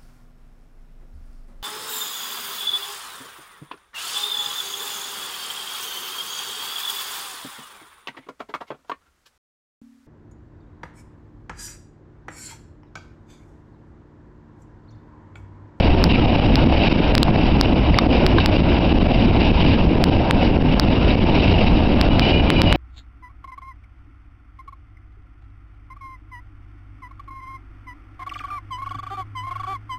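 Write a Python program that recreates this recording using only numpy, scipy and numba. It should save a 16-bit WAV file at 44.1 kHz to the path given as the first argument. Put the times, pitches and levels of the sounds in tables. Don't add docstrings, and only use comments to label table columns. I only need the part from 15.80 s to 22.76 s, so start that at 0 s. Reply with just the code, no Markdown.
import sys
import numpy as np
from scipy import signal
from scipy.io import wavfile
from scipy.ndimage import uniform_filter1d
from numba import njit

SR = 44100
rng = np.random.default_rng(int(sys.argv[2]) if len(sys.argv) > 2 else 0)


def master_out(mix):
    frames = np.transpose(np.atleast_2d(mix))
    ceiling = np.clip(frames, -1, 1)
    pcm = np.round(ceiling * 32767).astype(np.int16)
    wavfile.write(sys.argv[1], SR, pcm)


def gain_from_decibels(decibels):
    exponent = np.asarray(decibels, float) / 20
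    return 10 ** exponent


N = 306936

LIMIT_KNEE = 0.46
CONVERTER_STEP = 4


def evened(x):
    return x / np.sqrt(np.mean(x ** 2) + 1e-20)


def curve(rows, column):
    rows = np.asarray(rows)
    return np.interp(np.arange(N) / SR, rows[:, 0], rows[:, column])


def drift(hz):
    smoother = signal.butter(2, hz, fs=SR, output="sos")
    return evened(signal.sosfilt(smoother, rng.standard_normal(N)))


def noise(points, patchy_db):
    frames, hz = N // 256 + 5, np.fft.rfftfreq(1024, 1 / SR)
    real, imaginary, patches = rng.standard_normal((frames, 513, 3)).T
    patches = uniform_filter1d(patches, size=10, axis=0)
    patches = evened(uniform_filter1d(patches, size=10, axis=1))
    point_hz, point_db = np.transpose(points)
    shape_db = np.interp(np.log(hz + 1), np.log(point_hz + 1), point_db, right=-90)
    spectra = (real + 1j * imaginary) * gain_from_decibels(shape_db[:, None] + patchy_db * patches)
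    return evened(signal.istft(spectra, nperseg=1024, noverlap=768)[1][:N])


def resonate(x, hz, width):
    turn = np.exp(2j * np.pi * np.cumsum(hz * np.ones(len(x))) / SR)
    r = np.exp(-np.pi * width / SR)
    return 2 * (turn * signal.lfilter([1 - r], [1, -r], x / turn)).real


# [time_s, level_db]
WAGON_LEVELS = [
    (0.0, -32),
    (1.18, -31),
    (1.41, -34.5),
    (3.88, -30),
    (4.09, -34.5),
    (4.84, -35.5),
    (5.82, -28.5),
    (6.03, -31.5),
    (6.96, -34),
]
# [time_s, swell_db, length_s]
WHEELSETS = [(0.02, 5.5, 0.19), (0.332, 7.5, 0.11), (0.59, 4.5, 0.089), (0.802, 3, 0.13),
             (1.038, 6.5, 0.22), (1.292, 2.5, 0.092), (1.64, 5.5, 0.17), (1.848, 8, 0.057),
             (2.09, 0.5, 0.42), (2.363, 5.5, .12), (2.598, 5, 0.077), (2.777, 3.5, 0.11), (3.19, 2, .1),
             (3.376, 3, 0.12), (3.643, 7.5, 0.081), (3.88, 6.5, 0.17), (4.34, 7, 0.12), (4.643, 9.5, 0.068),
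             (4.932, 6.5, 0.033), (5.12, 4.5, 0.13), (5.297, 6.5, 0.067), (5.633, 6, 0.23),
             (5.835, 4, 0.13), (6.047, 0, 0.14), (6.474, 6, .18), (6.74, 2, 0.1), (6.917, 5.5, 0.26)]


def rolling(level_db, follows, swells):
    t, wagons_db = np.arange(N) / SR, curve(WAGON_LEVELS, 1)
    coarse = t[::64]
    swell_db = sum(db * np.exp(-(2 * (coarse - s) / length) ** 4) for s, db, length in WHEELSETS)
    wagon_part_db = follows * (wagons_db - wagons_db.mean())
    return gain_from_decibels(level_db + wagon_part_db + swells * np.interp(t, coarse, swell_db))


# [pitch_hz, level_db]
RUMBLE_SPECTRUM = [(12, -34.5), (20, -1), (65, 3.5), (124, -6.5), (157, -3.5), (280, -3.5), (455, -15),
                   (489, -12.5), (728, -14), (841, -19.5), (938, -19.5), (1120, -28), (1500, -29),
                   (1950, -55.5), (3300, -120)]


def rumble():
    return rolling(-12.5, follows=0.38, swells=0.099) * noise(RUMBLE_SPECTRUM, patchy_db=1.68)


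# [pitch_hz, level_db]
HISS_SPECTRUM = [(530, -24), (900, 1), (1140, -11.5), (1480, -18), (1610, -6), (1770, -12), (2850, -6.5),
                 (3360, -15.5), (3880, -22), (4250, -34.5), (4690, -22.5), (5500, -13.5), (7150, -50),
                 (12100, -120)]
# [pitch_hz, width_hz, level_db]
WHEEL_MODES = [
    (2350, 340, -1),
    (2662, 120, -2),
    (2880, 210, 0),
    (3800, 250, -7),
    (4800, 420, -10.5),
]


def wheels():
    ring = np.zeros(N)
    for hz, width, db in WHEEL_MODES:
        flare_db = 2.3 * drift(25)
        ring += gain_from_decibels(db + flare_db) * evened(resonate(rng.standard_normal(N), hz, width))
    hiss = noise(HISS_SPECTRUM, patchy_db=1.4)
    fizz = signal.sosfiltfilt(signal.butter(2, 3100, "high", fs=SR, output="sos"), hiss)
    tread = rolling(-31, follows=0.26, swells=0.3) * (hiss - fizz)
    tread += rolling(-32, follows=0.7, swells=0.79) * fizz
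    ringing = rolling(-31.5, follows=1, swells=0.89) * evened(ring)
    return gain_from_decibels(0.91 * drift(60)) * (tread + ringing)


# [time_s, push_or_pull (1 or -1), strength (4 to 24, 0.28 dB a unit)]
JOINT_KNOCKS = [(0.6711, -1, 4), (1.0861, 1, 16), (1.2056, -1, 10), (1.3241, 1, 6.1), (1.513, -1, 10),
                (1.5624, -1, 6.5), (1.8616, -1, 8.8), (1.943, 1, 19), (2.272, -1, 21), (2.8075, 1, 7.7),
                (2.8224, -1, 21), (2.9915, 1, 6.9), (3.5137, 1, 5), (3.588, 1, 8.7), (3.7187, -1, 15),
                (3.9644, -1, 5.3), (4.1595, 1, 4.2), (4.1868, -1, 7.9), (4.2986, 1, 16), (4.7146, -1, 4.6),
                (4.7892, -1, 24), (4.8268, -1, 14), (4.946, 1, 7.3), (5.0969, 1, 16), (5.3562, -1, 20),
                (5.3939, -1, 11), (5.4439, 1, 8.5), (5.7327, -1, 23), (6.0766, 1, 5.7), (6.2901, 1, 10)]
# [time_s, converter steps between first and last wrapped sample, strength
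# (-18.5 to 14.5, 0.28 dB a unit), height of the samples beside the wrap (0-1)]
WRAPPED_KNOCKS = [(0.24066, 2, 8, .67), (0.75676, 0, 9.5, .61), (1.35222, 0, 11, .68),
                  (1.38043, 0, 14.5, .6), (1.43077, 3, 10.5, .7), (1.812, 2, 12.5, .62),
                  (2.18714, 2, -18.5, .4), (2.46524, 0, 4.5, .6), (2.66025, 0, 5.5, .68),
                  (4.24029, 0, 11.5, .7), (4.50995, 1, 8, .64), (4.99766, 2, 9, .64),
                  (6.21317, 0, 0.5, .62), (6.39558, 0, 3.5, .53), (6.70306, 1, 6, .69),
                  (6.81807, 0, 7.5, .65), (6.92665, 1, 10, .62)]


def knocked(bed):
    hard = [(s + steps * CONVERTER_STEP / SR / 2, 1, strength) for s, steps, strength, _ in WRAPPED_KNOCKS]
    t, push, cover = np.arange(-200, 200) / SR, np.zeros(N), np.zeros(N)
    for s, way, strength in list(JOINT_KNOCKS) + hard:
        at = slice(round(s * SR) - 200, round(s * SR) + 200)
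        peak = LIMIT_KNEE * gain_from_decibels(2 + 0.28 * strength)
        push[at] += np.sign(way) * peak * np.exp(-(t / 0.00072) ** 2)
        cover[at] += 0.9 * np.exp(-(t / 0.0013) ** 2)
    return bed * (1 - np.clip(cover, 0, 1)) + push


def struck(blows, t60_s):
    out, t = np.zeros(N), np.arange(1500) / SR
    for s, db, hz in blows:
        rattle = evened(resonate(rng.standard_normal(1500), hz, 430))
        ring = np.sin(2 * np.pi * hz * t) + 0.52 * rattle
        rise = np.minimum(t * hz / 0.6, 1)
        out[round(s * SR):][:1500] += gain_from_decibels(db + 3.5 - 60 * t / t60_s) * ring * rise
    return out


# [time_s, peak_db, ring_hz]
LOOSE_JOLTS = [(0.458, -28, 729), (0.924, -12.5, 686), (1.035, -15, 2720), (1.452, -22, 614),
               (1.481, -15.5, 890), (1.5595, -9, 705), (1.6908, -13, 528), (3.006, -20, 659),
               (4.776, -8.5, 715), (5.574, -11.5, 579), (6.186, -15, 610)]


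def jolts():
    return struck(LOOSE_JOLTS, t60_s=0.023)


# [time_s, peak_db, ring_hz]
COUPLING_CLANKS = [(2.143, -16, 2100), (2.1432, -28, 4800), (2.1865, -4, 1150), (2.1876, -4, 3690),
                   (2.1878, -6, 2100), (2.188, -7, 2950), (2.1882, -7, 1200), (2.584, -10, 1040),
                   (2.5842, -12, 1600), (2.5843, -23, 3800), (2.6015, -21, 3770), (2.6024, -19, 2930),
                   (3.8496, -20, 2730), (6.452, -27, 3470)]


def clanks():
    return struck(COUPLING_CLANKS, t60_s=0.027)


# [start_s, length_s, upper_mode_db, upper_mode_hz, lower_mode_db]
FLANGE_RUBS = [
    (6.3, .07, -31, 2890, -35),
    (6.41, .11, -28, 2940, -30),
    (6.515, .11, -24, 2880, -28),
    (6.66, .08, -33, 2920, -38),
    (6.755, .07, -31, 2930, -30),
    (6.857, .1, -24, 2910, -46),
]


def squeal():
    t = np.arange(N) / SR
    low, high, high_hz = np.zeros(N), np.zeros(N), np.full(N, float(FLANGE_RUBS[0][3]))
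    for start, length, high_db, hz, low_db in FLANGE_RUBS:
        since = np.clip(t - start, 0, length)
        ends = np.clip(np.minimum(since, length - since) / 0.012, 0, 1)
        rub = ends * gain_from_decibels(-12 * (since / length) ** 2)
        rest = gain_from_decibels(-54) * (t > start)
        low += gain_from_decibels(low_db) * rub + rest
        high += gain_from_decibels(high_db) * rub + rest
        high_hz = np.where(t > start, hz + 700 * since, high_hz)
    modes = [(2415, low), (high_hz, high), (3990, low * gain_from_decibels(-15)), (4690, high * gain_from_decibels(-20.5))]
    out = np.zeros(N)
    for hz, gain in modes:
        flutter = gain_from_decibels(0.2 + 2.8 * drift(60))
        whistle = np.sin(2 * np.pi * np.cumsum(hz + 34 * drift(45)) / SR)
        out += gain * flutter * np.sqrt(2) * whistle
    return out


def scene():
    train = knocked(rumble() + wheels() + squeal())
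    return (train + jolts() + clanks())[None]


@njit
def limited(x, knee, bite_db, release, lag):
    out, charge_db, cut_db = np.empty_like(x), 0., 0.
    for i in range(len(x)):
        out[i] = x[i] * 10 ** (-cut_db / 20)
        over = max(min(abs(out[i]), 1.7 * knee) - knee, 0.)
        charge_db = charge_db * release + bite_db * over
        cut_db += lag * (charge_db - cut_db)
    return out


def converted(x):
    full, out_full = 0.655, 0.7
    smooth = signal.firwin(65, 5500, window=("kaiser", 8), fs=SR)
    slow = np.clip(signal.oaconvolve(x, smooth, "same")[1::CONVERTER_STEP], -full, full)
    for s, steps, _, shoulder in WRAPPED_KNOCKS:
        first = round((s * SR - 1) / CONVERTER_STEP)
        last = first + round(steps)
        slow[[first - 1, last + 1]] = shoulder
        slow[[first, last]] = -out_full
    stuffed = np.zeros(N)
    stuffed[1::CONVERTER_STEP] = CONVERTER_STEP * slow
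    rebuild = signal.firwin(129, 5512, window=("kaiser", 9), fs=SR)
    fast = signal.oaconvolve(stuffed, rebuild, "same")
    edge = signal.firwin(255, 16500, window=("kaiser", 9), fs=SR)
    return signal.oaconvolve(np.clip(fast + 0.0035, -out_full, out_full), edge, "same")


def top_cut(x):
    return signal.sosfilt(signal.butter(12, 16500, fs=SR, output="sos"), x)


def record(dry):
    release, lag = np.exp(-1 / (0.012 * SR)), 1 / (0.0012 * SR)
    ducked = limited(dry[0], LIMIT_KNEE, 1.3e5 / SR, release, lag)
    return top_cut(converted(ducked)[None])


dry = scene()
out = record(dry)
master_out(out)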